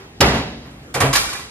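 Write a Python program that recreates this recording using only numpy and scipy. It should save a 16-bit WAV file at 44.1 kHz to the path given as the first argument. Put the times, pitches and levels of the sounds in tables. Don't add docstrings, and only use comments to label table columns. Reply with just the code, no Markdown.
import sys
import numpy as np
from scipy import signal
from scipy.fft import rfft, irfft
from scipy.io import wavfile
from scipy.ndimage import uniform_filter1d

SR = 44100
rng = np.random.default_rng(int(sys.argv[2]) if len(sys.argv) > 2 else 0)


def volts_from_db(level):
    exponent = np.asarray(level, float) / 20
    return 10 ** exponent


def file_out(sig):
    cols = np.atleast_2d(sig).T
    lim = np.clip(cols, -1, 1)
    pcm = np.round(lim * 32767).astype(np.int16)
    wavfile.write(sys.argv[1], SR, pcm)


N = 66150
LEAD_S = 0.25
M = N + int(LEAD_S * SR)

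# start in seconds, panel level in dB, latch level in dB, crack level in dB,
# chatter decay in seconds.
KNOCKS = [(-.05, -33, -65, -40, 0.034), (0.2056, -8.5, -24, -10, 0.0085), (.218, -7.5, -47, -44, 0.045),
          (.277, -16.5, -54, -49, 0.041), (.338, -17.5, -51, -30.5, 0.028), (.375, -24.5, -54, -36, 0.023),
          (0.644, -37, -68, -71, 0.054), (.701, -51, -49.5, -57, 0.12), (.826, -60, -53, -55.5, 0.055),
          (0.9406, -19.5, -21.5, -30, 0.018), (.965, -21, -57, -50, 0.037), (1.002, -14, -16, -36, 0.013),
          (1.012, -13, -26, -35, 0.031), (1.05, -18.5, -33, -51, 0.0097), (1.129, -33, -15, -17.5, 0.024),
          (1.153, -54, -15, -12.5, 0.018), (1.19, -64, -23.5, -25.5, 0.069), (1.235, -34, -49, -42, 0.0067),
          (1.288, -57, -31, -31, 0.045), (1.33, -44, -29, -40, 0.0076), (1.352, -47, -31.5, -57, 0.046),
          (1.394, -66, -39, -40, 0.033)]


def curve(hz, table):
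    t = np.array(table, float)
    return np.interp(np.log(np.maximum(hz, 1)), np.log(np.maximum(t[:, 0], 1)), t[:, 1])


def colour(x, table):
    n = x.shape[-1]
    gain = volts_from_db(curve(np.fft.rfftfreq(n, 1 / SR), table))
    return irfft(rfft(x) * gain, n)


def unit(x):
    return x / np.sqrt(np.sum(x ** 2, axis=-1, keepdims=True))


def fade(t, t60):
    return np.exp(-np.log(1000) * t / np.maximum(t60, 0.002))


def add(out, x, s):
    i = int((s + LEAD_S) * SR)
    out[i:i + len(x)] += x[:len(out) - i]


def third_octaves(n, count=2):
    spec = rfft(rng.standard_normal((count, n)))
    f = np.fft.rfftfreq(n, 1 / SR)
    for hz in 30 * 2 ** np.arange(0, 9.4, 1 / 3):
        band_gain = np.maximum(1 - abs(3 * np.log2((f + 1) / hz)), 0)
        yield hz, irfft(spec * band_gain, n)


def knocks():
    # frequency in Hz, level in dB, t60 in seconds.
    panel_modes = [(334, 8.5, 0.11), (390, 6.5, 0.31), (477.3, -3.5, 0.28), (566, -4, 0.15),
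                   (673, 0.5, 0.5), (737, 7.5, 0.14), (813.4, 0, 0.18), (948, -17, 0.063), (1172, -7, .15),
                   (1883, 14, 0.031)]
    latch_modes = [(1109, 5, 0.052), (1250, -16, 0.03), (1480, -28, .1), (1707, -8.5, 0.065),
                   (1987, -1, 0.083), (2300, -4, 0.057), (2327, 2.5, 0.079), (3160, -10, 0.22),
                   (3770, -10, 0.064), (5560, -11, 0.04), (8350, -29, 0.13)]
    # frequency in Hz, level in dB per third octave.
    panel_dense = [(120, -11), (330, -10.5), (480, -3.5), (1000, -2.5), (2200, -4.5), (3400, -10),
                   (5500, -17), (8000, -46)]
    latch_dense = [(500, -16.5), (1100, 0), (2400, -2), (3200, -7.5), (5500, -3), (9000, -1), (13000, -6.5),
                   (15500, -31)]
    crack_colour = [(300, -17.5), (1500, -6), (3000, -0.5), (5500, 0.5), (8000, -10.5), (11000, -5.5),
                    (13500, -12), (15500, -37)]
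    panel_t60_s, latch_t60_s, crack_t60_s = 0.2, 0.17, 0.011
    panel_lines_db, latch_lines_db = -9.5, -6.5
    chatter_per_s, chatter_scatter_db = 2200, 1.5
    tick_hz, tick_t60_s, tick_db = 4400, 0.0014, -20.5

    out, table = np.zeros(M), np.array(KNOCKS)
    draw = rng.random((len(KNOCKS), 2, 6000))
    hit = (draw[:, 0] < chatter_per_s / SR) * volts_from_db(-chatter_scatter_db * np.log(draw[:, 1]))
    dying = np.exp(-np.arange(6000) / SR / table[:, 4:])
    blows = hit * np.sign(rng.standard_normal(hit.shape)) * dying
    grain = np.tile(np.sqrt(signal.lfilter([1], [1, -0.95], hit ** 2)), 2) + 0.42

    panel = volts_from_db(panel_lines_db) * body(panel_modes, blows) + field(panel_dense, panel_t60_s, slope=0.3)
    latch = volts_from_db(latch_lines_db) * body(latch_modes, blows) + field(latch_dense, latch_t60_s, slope=0.79)
    t = np.arange(grain.shape[1]) / SR
    tick = unit(np.sin(2 * np.pi * tick_hz * t) * fade(t, tick_t60_s))
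    crack = unit(grain * field(crack_colour, crack_t60_s, slope=0.12)) + volts_from_db(tick_db) * tick

    mix = volts_from_db(table[:, 1:2]) * panel + volts_from_db(table[:, 2:3]) * latch + volts_from_db(table[:, 3:4]) * crack
    for row, ring in zip(table, mix):
        add(out, 20 * ring, row[0])
    return out


def body(named, blows):
    mode_scatter_db = 2.5
    t, named = np.arange(12000) / SR, np.array(named)
    z = rng.standard_normal((len(KNOCKS), 2, len(named)))
    gains = volts_from_db(named[:, 1] + mode_scatter_db * z[:, 0]) * np.sign(z[:, 1])
    lines = gains @ (np.sin(2 * np.pi * named[:, :1] * t) * fade(t, named[:, 2:]))
    return unit(signal.fftconvolve(lines, blows, axes=1)[:, :len(t)])


def field(table, t60, slope):
    chatter_rise_s = 0.00083
    t, out = np.arange(12000) / SR, 0
    chatter = (1.1 - np.exp(-t / chatter_rise_s)) ** 2 * np.exp(-2 * t / np.array(KNOCKS)[:, 4:])
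    for hz, band in third_octaves(len(t), count=len(KNOCKS)):
        loss = fade(1 / SR, t60 * (1000 / hz) ** slope) ** 2
        swell = np.sqrt(signal.lfilter([1], [1, -loss], chatter))
        out = out + volts_from_db(curve(hz, table)) * unit(band * swell)
    return unit(out)


def rings():
    # start in seconds, frequency in Hz, level in dB, t60 in seconds.
    parts = [(-.01, 388.5, -33, 0.27), (1.048, 644, -17, 0.21), (1.008, 1850, -14.5, 0.071),
             (.204, 99.2, -8, 0.15), (.216, 545, -7, 0.068), (.228, 390, -11, 0.13),
             (.212, 1160, -13.5, 0.14), (.25, 692, -12, 0.11), (1.155, 1257, -18.5, .1),
             (.21, 780, -27, 0.1), (.212, 229, -21, .12), (.232, 830, -31, .15), (.215, 463, -12, 0.11),
             (.24, 170, -21, 0.1), (.25, 330, -17, 0.2), (.275, 169, -16.5, 0.18), (.222, 68, -14, .35),
             (.30, 684, -18, 0.19), (.335, 704, -22, 0.087), (.335, 229, -12, 0.15),
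             (.39, 279, -17.5, 0.15), (.37, 478, -22.5, 0.11), (0.439, 128.6, -23.5, 0.13),
             (.56, 125, -33, .15), (0.671, 129, -38, 0.23), (.812, 131, -40, 0.15),
             (.955, 542, -21.5, 0.13), (.96, 827, -23, .15), (1.013, 547.7, -15, .2),
             (1.38, 125, -38, 0.15), (1.036, 1393, -25, .1), (1.041, 274, -23.5, 0.31),
             (1.205, 2390, -31, .12), (1.232, 800, -27, .07), (1.231, 1140, -34, 0.055),
             (1.342, 1950, -31, 0.1), (1.348, 808, -29.5, 0.073), (1.215, 111, -40, 0.086),
             (1.45, 129, -38.5, 0.1), (.943, 131.5, -24, 0.89), (.958, 469, -23, 0.24),
             (1.003, 99.4, -15, 0.19), (1.003, 729, -13.5, 0.11), (1.008, 1135, -17, 0.13),
             (1.014, 53.2, -19.5, 0.8), (1.033, 459, -9.5, 0.09), (1.132, 1097, -9.5, 0.06),
             (1.132, 2273, -17, 0.052), (1.151, 1707, -13, 0.12), (1.288, 1480, -25, 0.073),
             (1.329, 1080, -26.5, 0.046), (1.349, 1705, -28, 0.095), (1.36, 2420, -29.5, 0.13),
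             (1.393, 1076, -28, 0.053)]
    rise_s, rough = 0.0025, 0.4
    out, t = np.zeros(M), np.arange(12000) / SR
    waver = np.cumsum(rng.standard_normal((60, len(t))), axis=1) / 20
    for (s, hz, db, t60), drift in zip(parts, waver):
        pace = np.sqrt(hz / 1000)
        note = np.sin(2 * np.pi * hz * t + rough * drift * pace)
        swell = 1 - np.exp(-t / rise_s * pace)
        add(out, volts_from_db(db) * note * swell * fade(t, t60), s)
    return out


def flexes():
    # start in seconds, level in dB, push in seconds, ring t60 in seconds.
    pushes = [
        (.2035, -18.5, 0.00088, 0.23),
        (.26, -17.5, 0.0052, 0.28),
        (.33, -20, 0.008, 0.26),
        (.44, -25, 0.0073, 0.24),
        (.51, -35.5, 0.011, 0.59),
        (.64, -38.5, 0.0063, 0.91),
        (.945, -35.5, .005, 0.34),
        (1.012, -34, 0.011, 0.49),
        (.82, -40, 0.0051, 0.12),
    ]
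    # frequency in Hz, level in dB.
    bends = [(52, 1), (68, -4.5), (101, -5.5), (135, 0.5), (178, -2), (213, -3), (232, -2.5), (272, -3)]
    out, t, modes = np.zeros(M), np.arange(30000) / SR, np.array(bends)
    z = rng.standard_normal((len(pushes), 2, len(modes)))
    for k, (s, db, push_s, t60) in enumerate(pushes):
        hz = modes[:, 0] * (1 + 0.0259 * z[k, 0])
        ring = volts_from_db(modes[:, 1] + 1.6 * z[k, 1]) @ np.sin(-2 * np.pi * hz[:, None] * t)
        add(out, volts_from_db(db) * ring * (1 - np.exp(-t / push_s)) * fade(t, t60), s)
    return out


def judder():
    # start in seconds, end in seconds, first and last slips per second, level in dB.
    slip = (1.022, 1.1363, 129, 137.5, -16)
    # multiple, level in dB.
    orders = [(1, 0.5), (2, -7), (3, -36), (4, -12), (5, -8.5)]
    edge_s, fade_db = 0.024, -8.5
    start, end, first_hz, last_hz, db = slip
    out, t = np.zeros(M), np.arange(int((end - start) * SR)) / SR
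    rate_hz = first_hz + (last_hz - first_hz) * np.minimum(2 * t / t[-1], 1)
    phase = 2 * np.pi * np.cumsum(rate_hz) / SR
    tone = sum(volts_from_db(d) * np.cos(k * phase + 6 * rng.random()) for k, d in orders)
    edges = np.minimum(np.minimum(t, t[::-1]) / edge_s, 1)
    add(out, tone * volts_from_db(db + fade_db * t / t[-1]) * edges, start)
    return out


def garage():
    # frequency in Hz, t60 in seconds.
    decay = [(60, 0.78), (250, 0.88), (1000, 0.52), (4000, 0.86), (7000, 0.61), (10000, 0.41),
             (14000, 0.21)]
    # frequency in Hz, level in dB.
    walls = [(60, -10.5), (300, 3), (2000, 0), (6000, -1), (12000, 5.5)]
    mid_rise_s, side_rise_s = 0.037, 0.0012
    early_db, early_t60_s = 2, 0.073
    t = np.arange(40000) / SR
    tail = sum(np.sqrt(hz) * unit(b * fade(t, curve(hz, decay))) for hz, b in third_octaves(len(t)))
    rise = 1 - np.exp(-t / np.array([[mid_rise_s], [side_rise_s]]))
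    tail = colour(unit(tail), walls) * rise
    tail[1] += volts_from_db(early_db) * unit(rng.standard_normal(len(t)) * fade(t, early_t60_s))
    return tail


def air():
    # frequency in Hz, level in dB per Hz.
    hum_colour = [(18, -45), (30, -20), (53, -3.5), (267, -11.5), (320, -8), (567, -15.5), (794, -20),
                  (11900, -45.5), (15000, -51)]
    level_db, flicker_db = -43, 3
    out, k = 0, 2000
    for hz, b in third_octaves(M):
        walk = uniform_filter1d(np.repeat(rng.standard_normal(M // k + 1), k), k)[:M]
        out = out + b * volts_from_db(flicker_db * walk)
    out = colour(out, hum_colour)
    return out * volts_from_db(level_db) / np.std(out[0])


def scene():
    # frequency in Hz, level in dB.
    side_colour = [(60, -62), (125, -27), (250, -13), (700, -5), (1300, 1), (2400, 5), (4400, 8.5),
                   (12000, 5.5)]
    ring_wet_db, flex_wet_db, judder_wet_db = -8, -7, -12
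    garage_db, side_db, lean_db = -6, -8.5, -28
    left_early_s = 1.2e-5
    hits, notes, boom, shake, hum = knocks(), rings(), flexes(), judder(), air()
    send = hits + volts_from_db(ring_wet_db) * notes + volts_from_db(flex_wet_db) * boom + volts_from_db(judder_wet_db) * shake
    wet = signal.fftconvolve(send[None], garage(), axes=1)[:, :M]
    mid = hits + notes + boom + shake + volts_from_db(garage_db) * wet[0] + hum[0]
    side = colour(volts_from_db(side_db) * wet[1] + hum[1] - volts_from_db(lean_db) * mid, side_colour)
    side = side + left_early_s * SR * np.gradient(mid)
    return np.array([mid + side, mid - side])[:, -N:]


def band_limit(x):
    return signal.sosfilt(signal.butter(12, 15570, fs=SR, output="sos"), x)


def record(dry):
    low_cut_hz, top_hz = 52, 15500
    low_cut = signal.butter(4, low_cut_hz, "high", fs=SR, output="sos")
    top_cut = signal.ellip(8, 0.2, 60, top_hz, fs=SR, output="sos")
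    dry = signal.sosfilt(low_cut, dry)
    rounded = 1.2 * np.tanh(dry / 1.2)
    mix = signal.sosfilt(top_cut, rounded)
    return band_limit(mix)


dry = scene()
out = record(dry)
file_out(out)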